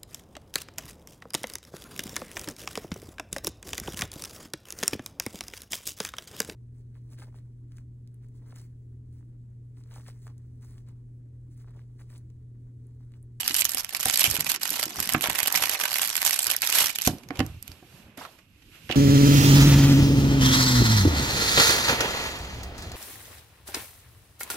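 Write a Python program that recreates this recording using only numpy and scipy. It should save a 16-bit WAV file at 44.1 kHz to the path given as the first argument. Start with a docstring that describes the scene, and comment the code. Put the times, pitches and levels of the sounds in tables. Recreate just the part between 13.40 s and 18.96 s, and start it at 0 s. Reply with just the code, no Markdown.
"""At a table, close to a stereo microphone: two hands peel stiff clear film off a small cardboard box.
Film: shaped noise bursts, dense small ones over a swish, loud snaps, one long pull. Box, wrists and lid
bump the table: struck decaying modes. Fingers rub and tick on card, the lid scrapes up and is laid down:
coloured hiss and dry bursts. Below lies a low rumble; a short room tail follows the near sounds.
The scene sits nearer the right microphone port, whose cavity rings in the treble."""
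import sys
import numpy as np
from scipy import signal
from scipy.fft import rfft, irfft, next_fast_len
from scipy.io import wavfile
from scipy.ndimage import uniform_filter1d

SR = 44100
rng = np.random.default_rng(int(sys.argv[2]) if len(sys.argv) > 2 else 0)


def bounce(signal):
    """Save signal as a 16-bit WAV file at the path given by the first command-line argument."""
    frames = np.transpose(np.atleast_2d(signal))
    limited = np.clip(frames, -1, 1)
    pcm = np.round(limited * 32767).astype(np.int16)
    wavfile.write(sys.argv[1], SR, pcm)


N = 245063

# Table levels are relative: the functions add fixed offsets.


def amp(db):
    """dB to gain."""
    return 10 ** (np.asarray(db) / 20)


def unit(x):
    """Scaled to rms 1."""
    return x / np.sqrt(np.mean(x ** 2) + 1e-20)


def along(points, hz):
    """(f/Hz, value, ..) points read on a log axis, one row per value column."""
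    f, *cols = np.transpose(points)
    return np.squeeze([np.interp(np.log(hz + 1), np.log(f + 1), c) for c in cols])


def curves(rows, t):
    """Each column after the time, read at the times t."""
    s, *cols = np.transpose(rows)
    return [np.interp(t, s, c) for c in cols]


def ends(hz, low_db, high_db, low_hz, high_hz):
    """dB of a spectrum whose two ends are lifted or lowered apart from its middle."""
    low = 1 / (1 + (hz / low_hz) ** 4)
    high = 1 / (1 + (high_hz / (hz + 1)) ** 8)
    return low * low_db + high * high_db


def bell(hz, centre_hz, width):
    """Resonance of height 1 on a log axis."""
    return np.exp(-(np.log(hz / centre_hz) / width) ** 2)


# likeness of the two ports: f/Hz, left-right correlation
LIKENESS = [(60, 0.92), (300, 0.97), (650, 0.86), (1400, 0.48), (3000, 0.068), (7000, 0.073)]


def paired(z, hz):
    """Two unrelated spectra mixed to be as alike as two ports hear them."""
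    turn = np.arccos(np.clip(along(LIKENESS, hz.ravel()), 0, 1)).reshape(hz.shape) / 2
    common, apart = np.cos(turn) * z[0], np.sin(turn) * z[1]
    return np.array([common + apart, common - apart])


def sides(pan_db):
    """Left and right gains; negative pans right."""
    return amp(np.array([pan_db / 2, -pan_db / 2]))


def hiss(colour_db, patchy_db, size=256):
    """Stereo noise with patches of random gain; colour_db(hz, t) shapes it."""
    hz, t, z = signal.stft(rng.standard_normal((2, N)), SR, nperseg=size)
    field = uniform_filter1d(rng.standard_normal(z.shape[1:]), size=5, axis=0)
    field = uniform_filter1d(field, size=3, axis=1)
    z = paired(z, hz[:, None]) * amp(patchy_db * unit(field) + colour_db(hz[:, None], t))
    return signal.istft(z, SR, nperseg=size)[1][:, :N]


def causal(gain):
    """The same gains with minimum phase: a filter that rings only after it is struck."""
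    cepstrum = irfft(np.log(gain + 1e-6))
    half = cepstrum.shape[-1] // 2
    cepstrum[..., 1:half] *= 2
    cepstrum[..., half + 1:] = 0
    return np.exp(rfft(cepstrum))


# film radiation: f/Hz, level/dB
FILM_COLOUR = [(200, -21.5), (450, -19), (780, -6), (1000, -5.5), (1500, -3), (2500, -1), (6000, -2.5),
               (10000, -6), (16000, -5)]


def pops(s, db, pitch_hz, low_db, bright_db, top_db, ms, ring_db, crack_db):
    """Sharp crack inside a spit of noise, strongest round the pitch of the panel that flips free."""
    size, lead = 768, 256  # samples; samples before the peak
    t_ms = (np.arange(size) - lead) / SR * 1000
    hz = np.fft.rfftfreq(size, 1 / SR)
    spit_env = amp(np.where(t_ms < 0, 28 * t_ms, -19 * t_ms) / ms[:, None])  # quick swell, slower fall
    crack_env = amp(crack_db + np.where(t_ms < 0, 40 * t_ms, -25 * t_ms))
    crack_env = crack_env * 3 / ms[:, None]  # long creases crack less
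    noise = rng.standard_normal((len(s), 2, size)).swapaxes(0, 1)
    z = paired(rfft(noise * (spit_env + crack_env)), hz)

    panel_db = ring_db * bell(hz + 1, pitch_hz[:, None], 0.15)
    tilt_db = bright_db[:, None] / (1 + (4500 / (hz + 1)) ** 3)
    gain = amp(along(FILM_COLOUR, hz) + panel_db + tilt_db)
    band = (hz > 1500) * (hz < 10000)  # levels are set in this band, before the ends are bent
    strength = np.sqrt(np.mean(abs(z * gain * band) ** 2, axis=(0, 2)) / ms)
    gain = gain * amp(ends(hz, low_db[:, None], top_db[:, None], 2040, 7660))

    pan_db = -6 + 0.5 * rng.standard_normal(len(s))  # all to the right, slight random spread
    bursts = irfft(z * causal(gain)) * (sides(pan_db) * amp(db + 7.5) / strength)[..., None]
    at = (np.round(s * SR).astype(int)[:, None] + np.arange(size)).ravel()
    return np.array([np.bincount(at, side.ravel(), N + 2 * size)[lead:][:N] for side in bursts])


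# moving film: t/s, level/dB, low end/dB
FILM_MOTION = [(0.0, -32.5, -14), (0.2, -34.5, -13.5), (0.41, -41.5, -7), (0.62, -32.5, -10),
               (0.72, -29, -14.5), (0.85, -23.5, -13), (0.95, -34.5, -7.5), (1.25, -35.5, -12),
               (1.44, -31, -8), (1.65, -34.5, -7), (1.85, -36, -3), (2.08, -30, -7.5), (2.42, -32.5, -8),
               (3.16, -33, -12.5), (3.3, -29, -12), (3.45, -30, -7.5), (3.52, -34, -16), (3.67, -33.5, -13),
               (3.7, -44, -1), (3.76, -66, -13)]
# fingers stop and regrip: middle t/s, length/s, depth/dB (negative lifts)
REGRIPS = [(0.441, 0.04, 6), (0.484, 0.071, 9.5), (0.584, 0.023, 10.5), (1.045, 0.037, 4.5),
           (1.187, 0.034, 20), (1.497, 0.13, 7.5), (1.797, 0.032, 10), (2.07, 0.082, 8.5),
           (2.493, 0.041, 2.5), (2.8, 0.015, -2), (3.202, 0.04, 13), (3.527, 0.034, 4), (3.591, 0.06, 15.5)]
FILM_TREBLE_DB, DULLING_DB_PER_DB = 2.5, 0.2  # treble; treble lost per dB of pause


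def film_at(t):
    """Level, low end and treble of the moving film at t; pauses hush and dull it."""
    db, low_db = curves(FILM_MOTION, t)
    hush_db = sum(depth * np.exp(-(2 * (t - s) / length) ** 4) for s, length, depth in REGRIPS)
    return db - hush_db, low_db, FILM_TREBLE_DB - DULLING_DB_PER_DB * hush_db


def crackle():
    """Many small creases at chance moments over the swish of sliding film."""
    end_s = FILM_MOTION[-1][0]
    draw = rng.random((1050, 6))
    s = draw[:, 0] * end_s
    db, low_db, high_db = film_at(s)
    size_db = -3.6 * np.log(draw[:, 1] + 0.022)  # few large, many small
    clump_db = 2.26 * np.interp(s, np.linspace(0, 4, num=200), rng.standard_normal(200))
    pitch_hz = 1500 * 7 ** draw[:, 2]
    ms = 1.3 + 3.2 * draw[:, 3]
    bright_db = 12 * draw[:, 4] - 6
    grain_low_db = low_db + 14 * draw[:, 5]
    grains = pops(s, db + size_db + clump_db + 6.0, pitch_hz, grain_low_db, bright_db, high_db - 1.5, ms,
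                  ring_db=8, crack_db=-19)

    def swish_db(hz, t):
        db, low_db, high_db = film_at(t)
        level_db = np.where(t < end_s, db - 2.0, -150)
        film_db = along(FILM_COLOUR, hz.ravel())[:, None]
        return level_db + film_db + ends(hz, low_db + 10.5, high_db - 31.0, 1700, 10300)

    return grains + hiss(swish_db, patchy_db=7.5) * sides(-0.5)[:, None]


# table trembling under the forearms, low murmur of the room: t/s, level/dB, deep level/dB
TREMBLE = [(0.0, -57, -50), (0.45, -67, -56), (0.9, -52.5, -68), (1.2, -57, -66), (1.6, -54, -65),
           (1.8, -51.5, -55), (2.0, -60, -67), (2.7, -73.5, -72), (3.6, -65, -61), (3.87, -53, -55),
           (4.13, -67, -45), (4.35, -65, -59), (4.65, -61.5, -64), (5.14, -70, -58), (5.56, -53, -61)]


def rumble():
    """Low noise, deep part set apart below 130 Hz, that falls off towards the middle range."""
    def low_db(hz, t):
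        db, deep_db = curves(TREMBLE, t)
        deep = 1 / (1 + (hz / 130) ** 4)
        return 20.0 + deep * (deep_db - 0.5) + (1 - deep) * db - 20 * np.log10(1 + (hz / 330) ** 3)

    return hiss(low_db, patchy_db=3.5, size=2048) * sides(-7.5)[:, None]


# loudest buckling creases: peak t/s, level/dB, f/Hz, brightness/dB, length/ms
SNAP_EVENTS = [(0.0048, -20, 8000, -7, 16), (0.0098, -18, 8740, 15, 4.4), (0.0325, -15.5, 3170, -10, 2.9),
               (0.0789, -7, 5100, 0.5, 5), (0.0875, -17.5, 3300, -7, 7.6), (0.11, -15.5, 2710, -13.5, 4.9),
               (0.1443, -7, 5100, 10, 4.1), (0.151, -10.5, 3060, -3.5, 5.6),
               (0.1655, -12.5, 9000, 10.5, 6.3), (0.1702, -18, 8310, -0.5, 20),
               (0.1864, -13.5, 7440, -3, 12), (0.1936, -12, 3340, 8.5, 6.7), (0.2013, -14, 9040, 3, 3.1),
               (0.207, -10, 8800, 2.5, 5.3), (0.2116, -8, 7260, 14, 3.7), (0.2206, -6, 7620, -9, 2.8),
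               (0.2456, -13.5, 5860, 15.5, 3.8), (0.2529, -7, 6000, 3, 5.2), (0.2938, -16, 5000, 10.5, 6.7),
               (0.308, -26, 8440, 14, 7.2), (0.319, -18.5, 7500, 5, 8), (0.3474, -10, 9000, 8.5, 2.7),
               (0.3724, -16.5, 5170, -0.5, 8.3), (0.383, -18, 5200, 4, 12), (0.397, -22, 5510, 1, 36),
               (0.4082, -19, 5510, 6, 3.0), (0.4467, -14.5, 5030, 4.5, 2.5), (0.4928, -23, 7880, -3.5, 5.6),
               (0.549, -8.5, 5340, -6.5, 2.4), (0.557, -29, 5210, 4, 5.6), (0.5676, -18, 7500, 11, 3.6),
               (0.5966, -28, 8960, 21, 2.8), (0.609, -16, 7860, 4, 6.7), (0.6341, -25, 2110, 5, 26),
               (0.6569, -6, 9450, -2, 4.1), (0.685, -13, 8760, -2.5, 8.8), (0.6988, -6, 7400, -10, 3.8),
               (0.738, -22.5, 4610, 4.5, 5.6), (0.7452, -13.5, 4600, 11, 4.2),
               (0.7748, -8.5, 8530, 2.5, 4.3), (0.7882, -15, 8250, 2, 3.2), (0.7948, -8.5, 8530, 4.5, 6.4),
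               (0.8101, -9.5, 3770, 6.5, 8.5), (0.818, -13.5, 5680, -13.5, 10), (0.842, -1.5, 2900, 1, 3.7),
               (0.857, -12, 2630, -10.5, 16.0), (0.866, -13, 2580, 1, 7.3), (0.8734, -19.5, 2760, -1, 7.6),
               (0.9016, -14, 7710, 4, 4.2), (0.9124, -12.5, 5760, 3.5, 5.7), (0.95, -19.5, 4440, 5, 9.9),
               (0.9558, -16, 2930, 1, 7.5), (0.9669, -12, 2370, 2.5, 3.2), (1.0046, -18, 4440, 2, 9.7),
               (1.008, -7, 5900, 13, 2.7), (1.0462, -18.5, 7710, 4, 3.9), (1.0671, -14.5, 2360, -6.5, 8.5),
               (1.082, -24.5, 7710, 3, 3.1), (1.0944, -16.5, 6800, 1.5, 13), (1.0989, -11.5, 4400, 10, 5.1),
               (1.1045, -18, 2840, -1, 17), (1.118, -10, 4480, 7, 4.4), (1.1485, -17, 2230, -2, 7.7),
               (1.1617, -13.5, 5170, -3, 2.5), (1.2159, -22.5, 7970, -9, 14), (1.233, -14, 4700, 3.5, 8.6),
               (1.2556, -14, 7900, -9, 5.9), (1.2774, -19, 5640, 8.5, 4.2), (1.2929, -17.5, 3960, 4, 4),
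               (1.3052, -15, 5000, 21, 6), (1.332, -21, 7300, 4, 8.9), (1.3405, -20.5, 3030, -2, 14),
               (1.3577, -21.5, 6650, 3, 11), (1.3635, -21.5, 4390, 5.5, 15), (1.3953, -19, 8900, -3.5, 12),
               (1.4299, -9.5, 4670, -4, 5.3), (1.4378, -15, 2980, 1.5, 5), (1.4564, -18, 5600, 10, 4.1),
               (1.603, -13.5, 1890, 7.5, 4.5), (1.628, -16.5, 2630, 2, 6), (1.6416, -24, 8660, -4, 9.6),
               (1.6745, -16, 5210, 4.5, 3.3), (1.6926, -11.5, 2250, -1, 3.6), (1.7, -17.5, 1890, -7, 3.2),
               (1.7244, -11.5, 5440, 8, 2), (1.7358, -5, 8180, 17, 1.3), (1.742, -29.5, 1600, 2, 3.4),
               (1.7482, -11.5, 1400, -30, 10.2), (1.7527, -23, 1770, -19, 2.2), (1.8102, -15, 2760, 4, 2.2),
               (1.8235, -18.5, 1510, 12, 6.7), (1.8338, -20.5, 2970, -0.5, 14), (1.841, -9, 3100, -8, 5.5),
               (1.859, -16.5, 2480, -4.5, 5.6), (1.8735, -14.5, 1810, -4, 4.4),
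               (1.8994, -12.5, 8550, -5.5, 6.6), (1.9037, -17, 1870, -5, 6.7),
               (1.9514, -18.5, 1810, 3.5, 4), (1.9571, -15.5, 2150, -0.5, 9.5),
               (1.9857, -15.5, 1510, 0.5, 5), (1.9897, -10.5, 2110, 4, 5.2), (1.9976, -15.0, 1860, -6, 3),
               (2.0029, -10.5, 2230, 2.5, 4.5), (2.0314, -7.5, 7760, -4, 3.8),
               (2.0556, -17.5, 2180, -10, 2.8), (2.0606, -13.5, 3080, -7, 4.1), (2.0741, -6, 1510, 12, 2.5),
               (2.0806, -11.5, 8530, -5, 8.5), (2.1024, -29.5, 2110, 2.5, 2.8),
               (2.1256, -13, 5600, 16, 3.9), (2.1439, -12.5, 2150, -4, 3.6),
               (2.153, -10.5, 2270, -10.5, 9.5), (2.1589, -8, 5440, 4, 8.7), (2.1754, -12, 2300, -3.5, 10),
               (2.2249, -13, 2440, -1.5, 13), (2.2326, -26.5, 2600, -3, 16.0), (2.2383, -10, 2330, -8, 7.9),
               (2.2583, -14.5, 2210, 1.5, 3.4), (2.2957, -10, 1730, 0.5, 4.6),
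               (2.3148, -18.5, 1770, 5, 1.4), (2.3385, -20.5, 5680, 10.5, 8.3),
               (2.3447, -33.5, 5040, 3, 4.4), (2.352, -21, 2700, -14.5, 11), (2.401, -13, 1720, 0.5, 2.6),
               (2.4132, -13.5, 5730, -6, 11.0), (2.4382, -12, 1650, -1.5, 7.9),
               (2.4554, -12, 1480, -6, 6.9), (2.5094, -22, 4480, 3.5, 6.2), (2.5176, -15, 5170, 0, 4.7),
               (2.5306, -16.5, 4130, 3.5, 6.7), (2.5418, -9, 4440, 4, 2.4), (2.558, -13, 2200, -3, 7.8),
               (2.5664, -17.5, 8700, 6, 3.8), (2.572, -20, 5940, 9, 4.8), (2.585, -13, 2300, 4.5, 6),
               (2.5951, -13, 3100, -7.5, 5.6), (2.6183, -10.5, 7900, 4.5, 9.2),
               (2.6319, -11.5, 2150, 1, 3.1), (2.6404, -14, 7900, 7, 2.4), (2.6502, -14.5, 4700, 2, 3.9),
               (2.6756, -17.5, 3450, 16, 3), (2.6932, -17, 5600, 1, 4.5), (2.7023, -14.5, 8700, -6.5, 4.8),
               (2.7102, -26.5, 5860, -4.5, 5.7), (2.7551, -8, 2110, -6, 2.4), (2.767, -11.5, 7190, 11, 5.7),
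               (2.7787, -14.5, 1600, -6, 7.4), (2.8179, -12.5, 2000, 2.5, 5.7),
               (2.8291, -10, 1680, -2, 2.9), (2.8512, -9, 7060, 1.5, 6.7), (2.8635, -7, 3360, -0.5, 4.6),
               (2.869, -10.0, 8610, 0, 7), (2.8768, -9.5, 6050, -1, 8.2), (2.9091, -7, 1850, 1.5, 3.7),
               (2.9234, -20, 6070, 2.5, 2.3), (2.9312, -13, 5600, 1.5, 14), (2.9428, -14.5, 9700, 0.5, 8.7),
               (2.9616, -15.5, 8310, -3, 9.5), (2.9917, -7, 7490, 4, 4.9), (3.0054, -17.0, 3620, 2.5, 3.7),
               (3.022, -16.0, 8270, 14, 3.4), (3.0305, -14.5, 7960, 6.5, 8.3),
               (3.0437, -11.5, 7580, 11, 3.5), (3.0519, -26.5, 3790, 6.5, 2.1),
               (3.0692, -8.5, 5200, 5, 4.2), (3.0778, -19, 4910, 1.5, 3), (3.1024, -9.5, 2800, -1.5, 7.4),
               (3.1135, -5.5, 2670, 6, 2.2), (3.1187, -12, 5170, 2.5, 3.6), (3.149, -17, 2000, -25.5, 5),
               (3.1653, -12.5, 5850, 14, 3), (3.2202, -9, 4350, 5, 3), (3.2299, -15.5, 2250, -11, 11),
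               (3.236, -15.5, 2450, -10.5, 16.0), (3.2438, -25, 4260, 5, 11), (3.274, -10.5, 3830, 2, 5.4),
               (3.2907, -16.5, 2370, -3, 4.4), (3.301, -8.5, 4360, 6.5, 2.5), (3.3261, -8, 2650, -3, 5.3),
               (3.3374, -19.5, 3190, -6, 15), (3.347, -24, 4180, 3, 16.0), (3.352, -14, 7800, -2, 18),
               (3.3561, -14.5, 8230, 6.5, 8.6), (3.3867, -7.5, 3160, 3, 7.8), (3.4065, -9, 7490, 0.5, 12),
               (3.4181, -16.5, 3080, -8, 21), (3.427, -19.5, 3060, 7.5, 8.3),
               (3.4432, -12.5, 3190, 4.5, 5.9), (3.4595, -12.5, 5860, 8, 4.9),
               (3.4694, -12, 6000, -0.5, 4.7), (3.4964, -18, 2300, -11, 16),
               (3.5042, -17.5, 7700, -1.5, 4.5), (3.5589, -13.5, 7060, -3.5, 6.3),
               (3.5871, -11, 2820, -6.5, 4.4), (3.6015, -22, 2540, -12, 4.5),
               (3.614, -16.5, 2600, -2.5, 3.7), (3.6197, -11.5, 6600, 5, 2.9), (3.652, -19.5, 2500, 4, 12),
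               (3.6649, -10, 6500, 1, 4.2), (3.6751, -5, 6040, 1.5, 5.5)]
SNAP_LOW_DB, SNAP_TOP_DB = 7, 1.6  # low end over that of the crackle; top end


def snaps():
    """The single loud creases; their low end follows that of the crackle."""
    s, db, pitch_hz, bright_db, ms = np.transpose(SNAP_EVENTS)
    low_db = film_at(s)[1] + SNAP_LOW_DB
    top_db = np.full(len(s), SNAP_TOP_DB)
    return pops(s, db, pitch_hz, low_db, bright_db, top_db, ms, ring_db=7, crack_db=3.5)


# modes of table top and box: nominal f/Hz, level/dB, t60/s
TABLE_MODES = [(65, -15, 0.28), (84.3, -3, 0.18), (118.3, -0.5, 0.16), (153, 1.5, 0.086), (210, 2, 0.046),
               (255.6, 0, 0.068), (311.4, -6.5, 0.11), (355, -5.5, 0.085), (498, -3, 0.025),
               (748, -4, 0.035), (1024, -10.5, 0.027), (1175, -44.5, 0.0078), (1563, -9, 0.021)]
# box, wrists and lid meeting the table: t/s, level/dB, favoured f/Hz, thud/dB, knock/dB
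BUMP_EVENTS = [(0.103, -30.5, 260, -26, -30), (0.345, -37, 256, -46, 1), (0.656, -30.5, 249, -1, 12.5),
               (0.84, -32.5, 339, -10, 3), (0.877, -32.5, 131, 2.5, -9), (0.915, -42, 72.7, 9, -7),
               (0.985, -26.5, 150, -11, -22), (1.313, -34.5, 301, -24, -6), (1.463, -30, 337, -41, -13),
               (1.582, -30, 83.4, -9, -11), (1.746, -9, 170, -24, -45), (1.884, -29, 221, -9, -17),
               (2.215, -34, 83, -11, -11), (3.069, -41, 358, -14, -8), (3.672, -10, 214, -10, -1),
               (3.692, -34, 207, -19.5, -20), (3.731, -23.5, 205, -21, -13), (3.904, -21.5, 298, -36, -2),
               (3.991, -20, 300, 2.5, -1), (4.003, -16, 240, -11.5, -3), (4.049, -32.5, 113, 2, -25),
               (4.098, -40.5, 77.7, 7.5, -24), (4.143, -41.5, 75.2, 5.5, -21),
               (4.292, -34.5, 76.4, -3, -37), (4.424, -31.5, 149, -32, -10), (4.663, -40.5, 76.7, -12, -9),
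               (4.777, -36, 253, -27, -19), (5.496, -18.5, 400, -15, -3)]


def bumps():
    """Every contact rings the table: soft ones only its low modes, hard corners also the box."""
    out, t = np.zeros(N + SR), np.arange(SR // 3) / SR
    hz, level_db, t60_s = np.transpose(TABLE_MODES)[..., None]
    for s, db, pitch_hz, thud_db, knock_db in BUMP_EVENTS:
        place_db = 8 * bell(hz, pitch_hz, 0.22)  # the spot that is hit favours some modes
        mode_db = level_db + place_db + ends(hz, thud_db + 3.5, knock_db + 14.5, 156, 437)
        mode_db = mode_db + rng.normal(0, 1.5, hz.shape)
        mode_hz = hz * (1 + rng.normal(0, 0.027, hz.shape))
        ring = amp(mode_db - 60 * t / t60_s) * np.sin(2 * np.pi * mode_hz * t)
        attack = 1 - np.exp(-t / 0.0015)
        start = round((s + 0.002) * SR)
        out[start:][:len(t)] += amp(db - 11) * attack * ring.sum(0)
    return out[:N] * sides(-7.5)[:, None]


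PULL_MIDDLE_S, PULL_LENGTH_S, PULL_DB = 3.39, 0.11, -14  # length: between the -9 dB points


def pull():
    """The film sleeve drawn off the box in one pull: a dense swish that swells and fades."""
    def pull_db(hz, t):
        db = PULL_DB - 9 * (2 * (t - PULL_MIDDLE_S) / PULL_LENGTH_S) ** 2
        film_db = along(FILM_COLOUR, hz.ravel())[:, None]
        return np.maximum(db, -150) + film_db + ends(hz, -6.5, 1, 1600, 8000)

    return hiss(pull_db, patchy_db=3) * sides(-3)[:, None]


# skin and sleeves on card and table: t/s, level/dB, low end/dB, treble/dB
RUB_MOTION = [(3.68, -52, 18, 17.5), (3.76, -57, 5.5, 3.5), (3.89, -67, 8, -1.5), (3.96, -51.5, 9.5, -4.5),
              (4.05, -53, 8, -2), (4.2, -60.5, -11, -2), (4.3, -57, 0, 2), (4.42, -60.5, -3.5, -2),
              (4.58, -58, 1.5, 2.5), (4.74, -60.5, 0, -10.5), (4.92, -60, 5, 2), (5.07, -65.5, -9, -5.5),
              (5.3, -59, -17, -2.5), (5.35, -49, -17, -7), (5.41, -55, -12, -3.5), (5.48, -51.5, -22, -3),
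              (5.557, -42, 12, -8)]
# card radiation: f/Hz, level/dB
CARD_COLOUR = [(300, -24), (500, -8), (900, -3.5), (1500, -1), (2500, -2.5), (3600, 0), (6000, -5),
               (15000, -11.5)]
HOLLOW_HZ = 2620  # air under hand or lid


def rub():
    """Soft friction; the hollow under hand or lid rings softly."""
    def rub_db(hz, t):
        db, low_db, high_db = curves(RUB_MOTION, t)
        level_db = np.where(t > RUB_MOTION[0][0], db + 10.5, -150)
        hollow_db = 7 * bell(hz + 1, HOLLOW_HZ, 0.16)
        card_db = along(CARD_COLOUR, hz.ravel())[:, None] + ends(hz, low_db + 5.5, high_db, 1240, 3400)
        return level_db + card_db + hollow_db

    return hiss(rub_db, patchy_db=1.0) * sides(-5.0)[:, None]


# fingertips, film scraps and lid edges on the card:
# peak t/s, level/dB, f/Hz, low end/dB, brightness/dB, length/ms
TICK_EVENTS = [(3.7846, -34.5, 5940, -9, 11, 4.9), (3.8354, -42, 2410, 6, 4, 13),
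               (3.8886, -29.5, 6200, 2, -2, 5), (3.907, -22.5, 2200, 2, -24, 5.4),
               (3.9573, -31.5, 2410, -11, -10, 14), (3.9727, -29.5, 6500, 4, -4.5, 4.4),
               (3.9935, -17, 2730, 7, -1, 5.7), (4.004, -15.5, 2800, 7, -15, 6.9),
               (4.0648, -25, 8180, -5, 26, 3.4), (4.227, -24.5, 8340, -5, 19, 3.8),
               (4.2792, -27.5, 2410, 1, 10, 5.7), (4.318, -31, 4910, 2, 3, 5.4),
               (4.7765, -34.5, 8350, 8, 16, 8), (4.852, -32, 1360, 6, -9, 4),
               (4.9897, -47, 2580, 10.5, 0, 17), (5.2238, -45, 2930, -9, -15, 14),
               (5.4934, -19, 2950, -11, -25, 4.2), (5.5006, -21, 2900, -4, -22, 13),
               (5.5132, -12, 2820, -14, -26, 13), (5.525, -14, 2820, -9.5, -21, 13.4),
               (5.5478, -29, 2730, 2, -17, 14)]
TICK_TOP_DB = -6


def ticks():
    """Small dry contacts on the card, with a duller top end than the film snaps."""
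    s, db, pitch_hz, low_db, bright_db, ms = np.transpose(TICK_EVENTS)
    top_db = np.full(len(s), TICK_TOP_DB)
    return pops(s, db, pitch_hz, low_db, bright_db, top_db, ms, ring_db=7, crack_db=13)


LIFT_START_S, LIFT_PEAK_S, LIFT_END_S = 4.772, 4.852, 4.91
LIFT_DB, LIFT_FADE_DB = -36.5, 21
WALL_HZ, WALL_SWELL_DB, LIFT_DULLING_DB = 1200, 6, 3.5


def lift():
    """Lid scrapes up the box wall: catches at once, wall hums more, hiss dulls, then fades to release."""
    def lift_db(hz, t):
        drag = np.clip((t - LIFT_START_S) / (LIFT_PEAK_S - LIFT_START_S), 0, 1)
        release = np.clip((t - LIFT_PEAK_S) / (LIFT_END_S - LIFT_PEAK_S), 0, 1)
        sliding = (t > LIFT_START_S) & (t < LIFT_END_S)
        level_db = np.where(sliding, LIFT_DB - LIFT_FADE_DB * release, -150)
        wall_db = WALL_SWELL_DB * drag * bell(hz + 1, WALL_HZ, 0.8)
        ends_db = ends(hz, 10, -1.5 - LIFT_DULLING_DB * drag, 1130, 4400)
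        return level_db + along(CARD_COLOUR, hz.ravel())[:, None] + ends_db + wall_db

    return hiss(lift_db, patchy_db=3.5) * sides(-5.0)[:, None]


# room decay: f/Hz, t60/s
ROOM_DECAY = [(200, 0.17), (2000, 0.13), (12000, 0.014)]


def room(x):
    """Noise tail in which each frequency dies at its own speed, 200 samples late."""
    hz, t, z = signal.stft(rng.standard_normal((2, SR // 3)), SR, nperseg=256)
    decay = amp(-60 * t / along(ROOM_DECAY, hz)[:, None])
    tail = signal.istft(paired(z, hz[:, None]) * decay, SR, nperseg=256)[1]
    tail = tail / np.linalg.norm(tail[0])
    return signal.fftconvolve(np.pad(x, ((0, 0), (200, 0))), tail, axes=1)[:, :N]


def scene():
    """Film, box and hands, with a little room."""
    near = snaps() + crackle() + ticks() + bumps()
    return near + amp(-15.0) * room(near) + rub() + lift() + pull() + rumble()


# microphone ports: f/Hz, left/dB, right/dB
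PORT_COLOUR = [(60, 8.5, 3.5), (534, 4.5, 0.5), (866, -0.5, -3), (1414, -4, -3.5), (2530, -5.5, -2.5),
               (3800, -4.5, -4), (6140, -2.5, -4), (6570, -8.5, -4), (8600, -1.5, -3.5), (9940, 1, -13),
               (11530, -10.5, 8.5), (12450, -5, -1.5), (12970, 2.5, -2.5), (14730, -16.5, -6.5),
               (16200, -56.5, -31.5)]
BAND_LIMIT_HZ = 16450


def record(dry):
    """Ports colour the sound and lose deep bass; peaks are squeezed, then the band is limited."""
    m = next_fast_len(N + 8192)
    hz = np.fft.rfftfreq(m, 1 / SR)
    bass = 1 / (1 + (52 / (hz + 1)) ** 2.1)
    heard = irfft(rfft(dry, m) * amp(along(PORT_COLOUR, hz)) * bass, m)
    squeezed = heard / (1 + abs(heard) ** 5) ** (1 / 5)
    return irfft(rfft(squeezed) * (hz < BAND_LIMIT_HZ), m)[:, :N]


dry = scene()
out = record(dry)
bounce(out)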